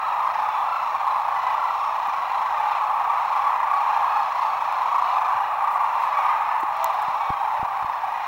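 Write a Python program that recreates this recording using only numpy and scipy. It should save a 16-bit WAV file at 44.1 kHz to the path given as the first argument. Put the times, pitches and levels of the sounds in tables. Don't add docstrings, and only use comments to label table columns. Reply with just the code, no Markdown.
import sys
import numpy as np
from scipy import signal
from scipy.fft import rfft, irfft, next_fast_len
from scipy.io import wavfile
from scipy.ndimage import uniform_filter1d

SR = 44100
rng = np.random.default_rng(int(sys.argv[2]) if len(sys.argv) > 2 else 0)


def log_audio(samples):
    frames = np.atleast_2d(samples).T
    limited = np.clip(frames, -1, 1)
    pcm = np.round(limited * 32767).astype(np.int16)
    wavfile.write(sys.argv[1], SR, pcm)


N = 364707

# [f/Hz, relative level/dB]
FLOOR_COLOUR = [(25, -11.5), (75, -1.5), (150, -2.5), (300, -5), (1000, -1), (6000, -23.5), (8300, -21.5),
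                (9000, -20.5), (11000, -20.5), (11800, -21.5), (12600, -20), (14500, -19), (15600, -12),
                (16100, -25)]
# [f/Hz, rms level/dB]
CAMERA_TONES = [(109, -70), (15734, -70)]
# [t/s, level/dB before trim and tone, f/Hz, t60/s]
BUMPS = [(0.401, -47, 250, 0.036), (2.081, -38, 250, 0.017), (5.35, -45, 113, 0.093),
         (6.632, -30, 332, 0.031), (6.855, -45, 60, 0.055), (7.083, -31, 139, 0.023), (7.297, -34, 60, .03),
         (7.3035, -17, 60, 0.022), (7.596, -35, 60, .028), (7.6293, -20, 61, 0.017),
         (7.8265, -35, 71.4, .025), (7.846, -30, 60.3, 0.026)]
# [t/s, level/dB before trim and tone]
CLICKS = [(2.074, -33), (4.725, -33), (6.634, -35), (6.769, -31), (6.8439, -6.5), (6.852, -34),
          (6.942, -34)]
# [t/s, length/s, level/dB before trim and tone]
RUBS = [(5.677, 0.11, -53.5), (5.964, .13, -55), (6.176, .12, -57), (6.595, .025, -47), (7.012, .025, -46)]
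# [f/Hz, gain/dB]
CASE_RING = [(1500, -15), (4000, -8), (8200, 4), (10000, -3), (11800, 6), (13000, -1), (15500, 5)]
# [f/Hz, relative level/dB]
DIN_COLOUR = [(190, -75), (330, -35.5), (470, -28), (643, -9), (704, -9.5), (824, -5), (1130, -3),
              (1200, -13.5), (1500, -20), (2440, -26), (3170, -32), (4060, -39), (4750, -54), (5270, -64),
              (7500, -55.5), (9750, -81), (16500, -120)]
# [f/Hz, relative level/dB]
WINDPIPE = [(350, -42), (520, -12), (680, -15), (820, 2), (1180, 2), (1330, -10.5), (1500, -17),
            (2000, -17), (2500, -20.5), (3100, -29), (4100, -30), (5800, -37.5), (7500, -46.5),
            (11000, -73)]
# [t/s, gain of the highest voices and loss of the lowest/dB]
HIGH_VOICE_LEAD = [(0, 1.9), (4.3, 2), (4.9, 3), (6.35, 1), (6.65, 0), (8.27, -2.5)]
# [t/s, level/dB before trim]
BODY_LEVEL = [(0.0, -23.0), (0.88, -24.0), (1.54, -22.5), (2.04, -24), (2.67, -22.5), (3.51, -22.0),
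              (3.64, -22.5), (4.13, -20.5), (4.34, -24), (4.47, -22), (4.6, -23.5), (5.18, -20.5),
              (5.31, -22.5), (6.22, -22), (6.68, -24.5), (6.85, -23), (8.27, -26)]
# [t/s, level/dB before trim]
OVERTONE_LEVEL = [(0, -39), (0.34, -39), (1.1, -40.5), (1.52, -38.5), (1.77, -42), (2.76, -36.5),
                  (2.85, -39), (4.19, -37), (4.24, -40.5), (4.33, -38.5), (5.78, -38.5), (6.42, -36),
                  (6.61, -39.5), (6.86, -39.5), (8.04, -42), (8.27, -38)]
# [t/s, level/dB before trim]
RASP_LEVEL = [(0.0, -47), (1.34, -47.5), (1.46, -45.5), (1.96, -47), (2.75, -45), (2.88, -48.5),
              (3.42, -46), (3.64, -49), (3.88, -46), (4.8, -45), (5.1, -44.5), (5.3, -47), (5.76, -50),
              (6.01, -46), (6.68, -50.5), (6.81, -44), (7.64, -50.5), (8.14, -50), (8.27, -45.5)]
# [t/s, length/s, f/Hz, glide/octaves, level/dB before trim, throat resonance f/Hz,
#                 resonance level over the fundamental/dB, rolls per second, roll depth 0-1]
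CRANES = [ (0.00, 0.24, 1276, -0.082, -32.5, 3800, -25, 25, 0.9),
          (0.199, 0.12, 1030, -0.06, -33, 2060, -18, 21, 0.7),
          (0.322, 0.16, 862, -0.055, -27.5, 1900, -19, 30.6, 1),
          (0.445, .23, 1156, -0.049, -35.5, 3450, -17, 38, 0.8),
          (0.651, 0.18, 1333, -0.025, -31.5, 2690, -12.5, 29, 1),
          (0.971, 0.21, 1093, -.04, -31, 2190, -20, 27, .9),
          (1.029, 0.2, 990, -.06, -34, 3900, -20.5, 27, 1), (1.32, 0.1, 990, -.03, -37.5, 1970, -2, 26, 1),
          (1.425, 0.14, 997, -0.08, -29, 2110, -9, 28, 0.5),
          (1.52, 0.23, 1342, -0.0029, -37, 4000, -29, 28, 0.9),
          (1.647, 0.076, 975, -.09, -33.5, 1950, -8, 25, 1),
          (1.743, 0.16, 1100, -0.0029, -29.5, 5500, -29, 30, 0.8),
          (2.276, 0.15, 1020, -0.22, -38, 4080, -21, 29, 1),
          (2.431, 0.14, 776, -0.025, -40, 1560, -6, 27, 0.6),
          (2.55, 0.2, 849, -0.052, -28, 2400, -24, 22.3, 0.5),
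          (2.68, 0.09, 1185, -.3, -34, 3500, -18, 27, 0.8),
          (2.815, 0.15, 866, 0.042, -28, 1730, -24, 22.4, 0.7),
          (3.056, 0.14, 1156, -0.0057, -26.5, 2300, -27, 26, 0.9),
          (3.128, 0.19, 982, -0.015, -32, 3940, -25, 25, 0.8),
          (3.39, 0.15, 1128, .05, -27, 2260, -24, 38.4, 0.84),
          (3.699, 0.14, 1125, 0, -31, 4480, -27, 28, 0.6),
          (3.829, 0.21, 921, -0.088, -30, 1840, -24, 30, 0.76),
          (3.85, 0.18, 842, -.02, -30.5, 1680, -14.5, 26, 0.7),
          (3.86, .2, 1050, 0.061, -42, 3150, -15, 38, .5),
          (4.07, .15, 852, -0.0016, -29.5, 1980, -10, 22, 0.3),
          (4.058, 0.2, 1084, -.02, -37, 4300, -19, 26, 1),
          (4.33, 0.21, 1130, -0.048, -39, 4500, -16, 25, 0.9),
          (4.411, 0.094, 882, 0.021, -26, 2700, -22, 28, 0.9),
          (4.709, 0.16, 945, -.03, -39, 3780, -22, 30, 0.96),
          (4.849, .18, 1106, 0.0026, -27.5, 2210, -16, 28, 1),
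          (5.00, 0.21, 1164, 0.039, -29.5, 2320, -23, 28, .95),
          (5.006, 0.17, 1085, -0.04, -40, 4320, -17, 27, .8),
          (5.041, .13, 950, -0.12, -40, 2850, -8, 27, 1), (5.189, .25, 765, 0.096, -34, 1530, -8, 27, 0.6),
          (5.3, 0.15, 812, -.02, -37, 1620, -14, 21, .9),
          (5.301, 0.23, 948, 0.0087, -31.5, 2850, -22, 30, 1),
          (5.57, 0.18, 1184, -0.0066, -29, 2380, -25, 28, 1),
          (5.919, .13, 895, -0.044, -31.5, 2690, -18, 26, 0.65),
          (5.951, 0.23, 1100, -0.0098, -36, 4400, -26, 20, 0.6),
          (6.128, 0.14, 1128, -0.081, -26, 2250, -13.5, 25.3, 0.4),
          (6.17, 0.19, 1202, 0.0294, -28, 2400, -21, 26, 1),
          (6.276, 0.082, 1048, -0.15, -30.5, 2100, -9, 32, 0.5),
          (6.29, 0.18, 1215, -0.061, -34, 2430, -17, 31, 1),
          (6.373, 0.094, 895, -.05, -35, 1790, -12, 31, 0.9),
          (6.477, 0.103, 875, -0.037, -32.5, 1750, -6, 32, .55),
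          (6.475, 0.16, 980, 0.012, -29.5, 1960, -25, 26, 1),
          (6.99, 0.066, 840, .02, -29, 1680, -13, 31, 0.8),
          (7.188, 0.17, 1130, -0.055, -32.5, 2260, -11, 32, 0.2),
          (7.186, 0.15, 898, 0, -32.5, 3600, -23, 27, 0.7),
          (7.253, 0.17, 1075, -0.044, -37, 3220, -19, 27, .5),
          (7.382, 0.18, 889, -0.068, -31.5, 1780, -22, 22, 0.9),
          (7.475, 0.18, 940, -0.03, -34.5, 1870, -13, 32, 0.9),
          (7.98, 0.13, 1225, -0.084, -46, 2450, -12, 27, 1)]
# [t/s, length/s, f/Hz, level/dB before trim]
GEESE = [(6.091, 0.12, 624, -44), (6.782, 0.13, 660, -34.5), (7.53, 0.074, 590, -40.5)]
# [f/Hz, width/Hz, depth 0-1]
HOUSING_NOTCHES = [(2179, 137, 0.56), (4710, 510, 0.76), (7920, 160, 0.6), (9300, 240, 0.6)]

OVERTONES_FROM_HZ, RASP_FROM_HZ = 1480, 2750
DEEPEST_HZ, SHRILLEST_HZ = 500, 6500
CALL_S, CALL_SCATTER_S = 0.24, 0.09
SAG_OCTAVES, GLIDE_SCATTER_OCTAVES = 0.04006, 0.1189
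SLIDE_OCTAVES = 0.12
BURST_S = 0.0035
GRIT_DB = -36
TOP_HZ = 16000


def amp(db):
    return 10 ** (np.asarray(db) / 20)


def unit(x):
    return x / np.sqrt(np.mean(x ** 2) + 1e-20)


def curve(points):
    return np.interp(np.arange(N) / SR, *np.transpose(points))


def wobble(t, rate):
    knots = rng.standard_normal(size=512)
    return np.interp(t * rate, np.arange(len(knots)), knots)


def add(track, s, sound):
    start = round(s * SR)
    part = sound[max(-start, 0):max(len(track) - start, 0)]
    track[max(start, 0):][:len(part)] += part


def filtered(x, response):
    m = next_fast_len(N + SR // 2)
    return irfft(rfft(x, m) * response(np.fft.rfftfreq(m, 1 / SR)), m)[:N]


def coloured(x, points):
    f, db = np.transpose(points)
    return filtered(x, lambda hz: amp(np.interp(np.log(hz + 1), np.log(f), db)))


def below(x, edge_hz):
    return filtered(x, lambda hz: 1 / (1 + (hz / edge_hz) ** 20))


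def floor(noise_db=-53):
    t = np.arange(N) / SR
    tones = sum(amp(db) * unit(np.sin(2 * np.pi * hz * t)) for hz, db in CAMERA_TONES)
    noise = unit(coloured(rng.standard_normal(N), FLOOR_COLOUR))
    return amp(noise_db) * noise + tones


def bumps(trim_db=3, attack_s=0.00054):
    track = np.zeros(N)
    t = np.arange(SR // 10) / SR
    for s, db, hz, t60 in BUMPS:
        decay = amp(db + trim_db - 60 * t / t60)
        attack = 1 - np.exp(-t / attack_s)
        add(track, s, decay * attack * np.cos(2 * np.pi * hz * t))
    return coloured(track, [(20, -5.0), (350, 0.5), (900, 5), (3000, -60)])


def clicks_and_rubs(click_db=-10.0, click_t60=0.0036, snap_gain=4.3, rub_db=-1, grain_db=4):
    track = np.zeros(N)
    t = np.arange(SR // 10) / SR
    for s, db in CLICKS:
        snap = np.r_[snap_gain, rng.standard_normal(len(t) - 1)]
        add(track, s, amp(db + click_db - 60 * t / click_t60) * snap)
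    for s, length, db in RUBS:
        t = np.arange(int(length * SR)) / SR
        slips = unit(amp(grain_db * wobble(t, 404)) * rng.standard_normal(len(t)))
        add(track, s, amp(db + rub_db) * np.hanning(len(t)) * slips)
    return coloured(track, CASE_RING)


def marsh(x, wet_db, t60=0.72):
    t = np.arange(SR) / SR
    tail = rng.standard_normal(SR) * amp(-60 * t / t60)
    return x + amp(wet_db) * signal.fftconvolve(x, tail / np.linalg.norm(tail))[:N]


def cycle(harmonic_db, size=2048):
    k = np.arange(len(harmonic_db)) + 1
    return amp(harmonic_db) @ np.sin(2 * np.pi * np.outer(k, np.arange(size) / size))


def call(length, hz, glide, period, roll_rate, roll_depth, jitter, chirp,
         drift=0.097, arch=0.03413, fade=5.54, uneven_db=1.5, burst=0.61):
    t = np.arange(int(length * SR)) / SR
    u = t / length - 0.5
    beats = roll_rate * t + 1 + drift * wobble(t, 18.23)
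    beat = beats % 1
    strength = amp(uneven_db * rng.standard_normal(size=64))[beats.astype(int)]
    pulse = unit(strength * beat * (1 - beat) * np.exp(-fade * beat))
    octaves = glide * u - arch * (2 * u) ** 2 + chirp * (pulse - 1) + jitter * wobble(t, 251.7)
    phase = np.cumsum(hz * np.exp2(octaves)) / SR
    voice = period[(phase * len(period)).astype(int) % len(period)]
    swell = np.sqrt(np.abs(1 - (2 * u) ** 2))
    spike = burst * strength * np.exp(-beat / roll_rate / BURST_S) * (1 + wobble(t, 1200))
    roll = 1 - roll_depth + roll_depth * (pulse + spike)
    return unit(voice * swell * roll)


def din():
    return unit(coloured(rng.standard_normal(N), DIN_COLOUR))


def chorus(count=800, spread_db=2.0, bright_db=3.0, roll_rate=27, mid_hz=980):
    track = np.zeros(N)
    registers = np.concatenate([rng.permutation(np.linspace(-1, 1, 20)) for _ in range(count // 20)])
    for i, (when, long, detune, glide, roll, near) in enumerate(rng.uniform(-1, 1, (count, 6))):
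        s = (i + when) / count * (N / SR + 0.2) - 0.2
        hz = mid_hz * 2 ** (0.5 * registers[i] + detune / 30)
        closeness = near + near ** 3
        overtone_db = bright_db * (closeness - 1) + 1.3 * rng.standard_normal(size=6)
        period = cycle(np.r_[0, overtone_db])
        rate = roll_rate * (1 + 0.239 * roll)
        length = CALL_S + CALL_SCATTER_S * long
        bend = GLIDE_SCATTER_OCTAVES * glide - SAG_OCTAVES
        bend -= SLIDE_OCTAVES * min(glide, 0) ** 6
        voice = call(length, hz, bend, period, rate, 1, jitter=0.01, chirp=0.018)
        lead_db = registers[i] * np.interp(s, *np.transpose(HIGH_VOICE_LEAD))
        add(track, s, amp(spread_db * closeness + lead_db) * voice)
    return unit(coloured(marsh(track, wet_db=-10.5), WINDPIPE))


def flock(din_db=-8, body_db=-0.43, overtone_db=-0.18, rasp_db=-2.15):
    voices = chorus() + amp(din_db) * din()
    body = below(voices, OVERTONES_FROM_HZ)
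    rasp = voices - below(voices, RASP_FROM_HZ)
    overtones = voices - body - rasp
    return (amp(curve(BODY_LEVEL) + body_db) * unit(body)
            + amp(curve(OVERTONE_LEVEL) + overtone_db) * unit(overtones)
            + amp(curve(RASP_LEVEL) + rasp_db) * unit(rasp))


def near_geese(track, trim_db=-2):
    period = cycle([3.0, -13.0, -14, -23])
    for s, length, hz, db in GEESE:
        honk = call(length, hz, 0, period, 47.4, 0.29, jitter=0.0097, chirp=0)
        add(track, s, amp(db + trim_db) * honk)


def near_cranes(track, trim_db=-1, skirt_db_per_khz=15, second_db=-22, loss_db_per_khz=9):
    for s, length, hz, glide, db, throat_hz, throat_db, roll_rate, roll_depth in CRANES:
        overtone_hz = hz * np.arange(2, 7)
        ringing = throat_db - skirt_db_per_khz * np.abs(overtone_hz - throat_hz) / 1000
        falling = second_db - loss_db_per_khz * (overtone_hz - 2 * hz) / 1000
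        period = cycle(np.r_[0, np.maximum(ringing, falling)])
        bugle = call(length, hz, glide, period, roll_rate, roll_depth, jitter=0.004, chirp=0.008,
                     drift=0.03, arch=0.02, fade=6, uneven_db=1, burst=0.35)
        add(track, s, amp(db + trim_db) * bugle)


def near_birds():
    track = np.zeros(N)
    near_geese(track)
    near_cranes(track)
    track -= below(track, DEEPEST_HZ)
    return marsh(below(track, SHRILLEST_HZ), wet_db=-9)


def scene():
    handling = bumps() + clicks_and_rubs()
    return (floor() + handling + flock() + near_birds())[None]


def housing(f):
    cuts = [1 - depth * 1j * f * width / (centre * centre - f * f + 1j * f * width)
            for centre, width, depth in HOUSING_NOTCHES]
    return np.prod(cuts, axis=0)


def record(dry):
    envelope = np.sqrt(np.abs(uniform_filter1d(dry[0] ** 2, size=96)))
    gritty = dry[0] + amp(GRIT_DB) * envelope * rng.standard_normal(N)
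    return filtered(gritty, lambda hz: housing(hz) * (hz < TOP_HZ))[None]


dry = scene()
out = record(dry)
log_audio(out)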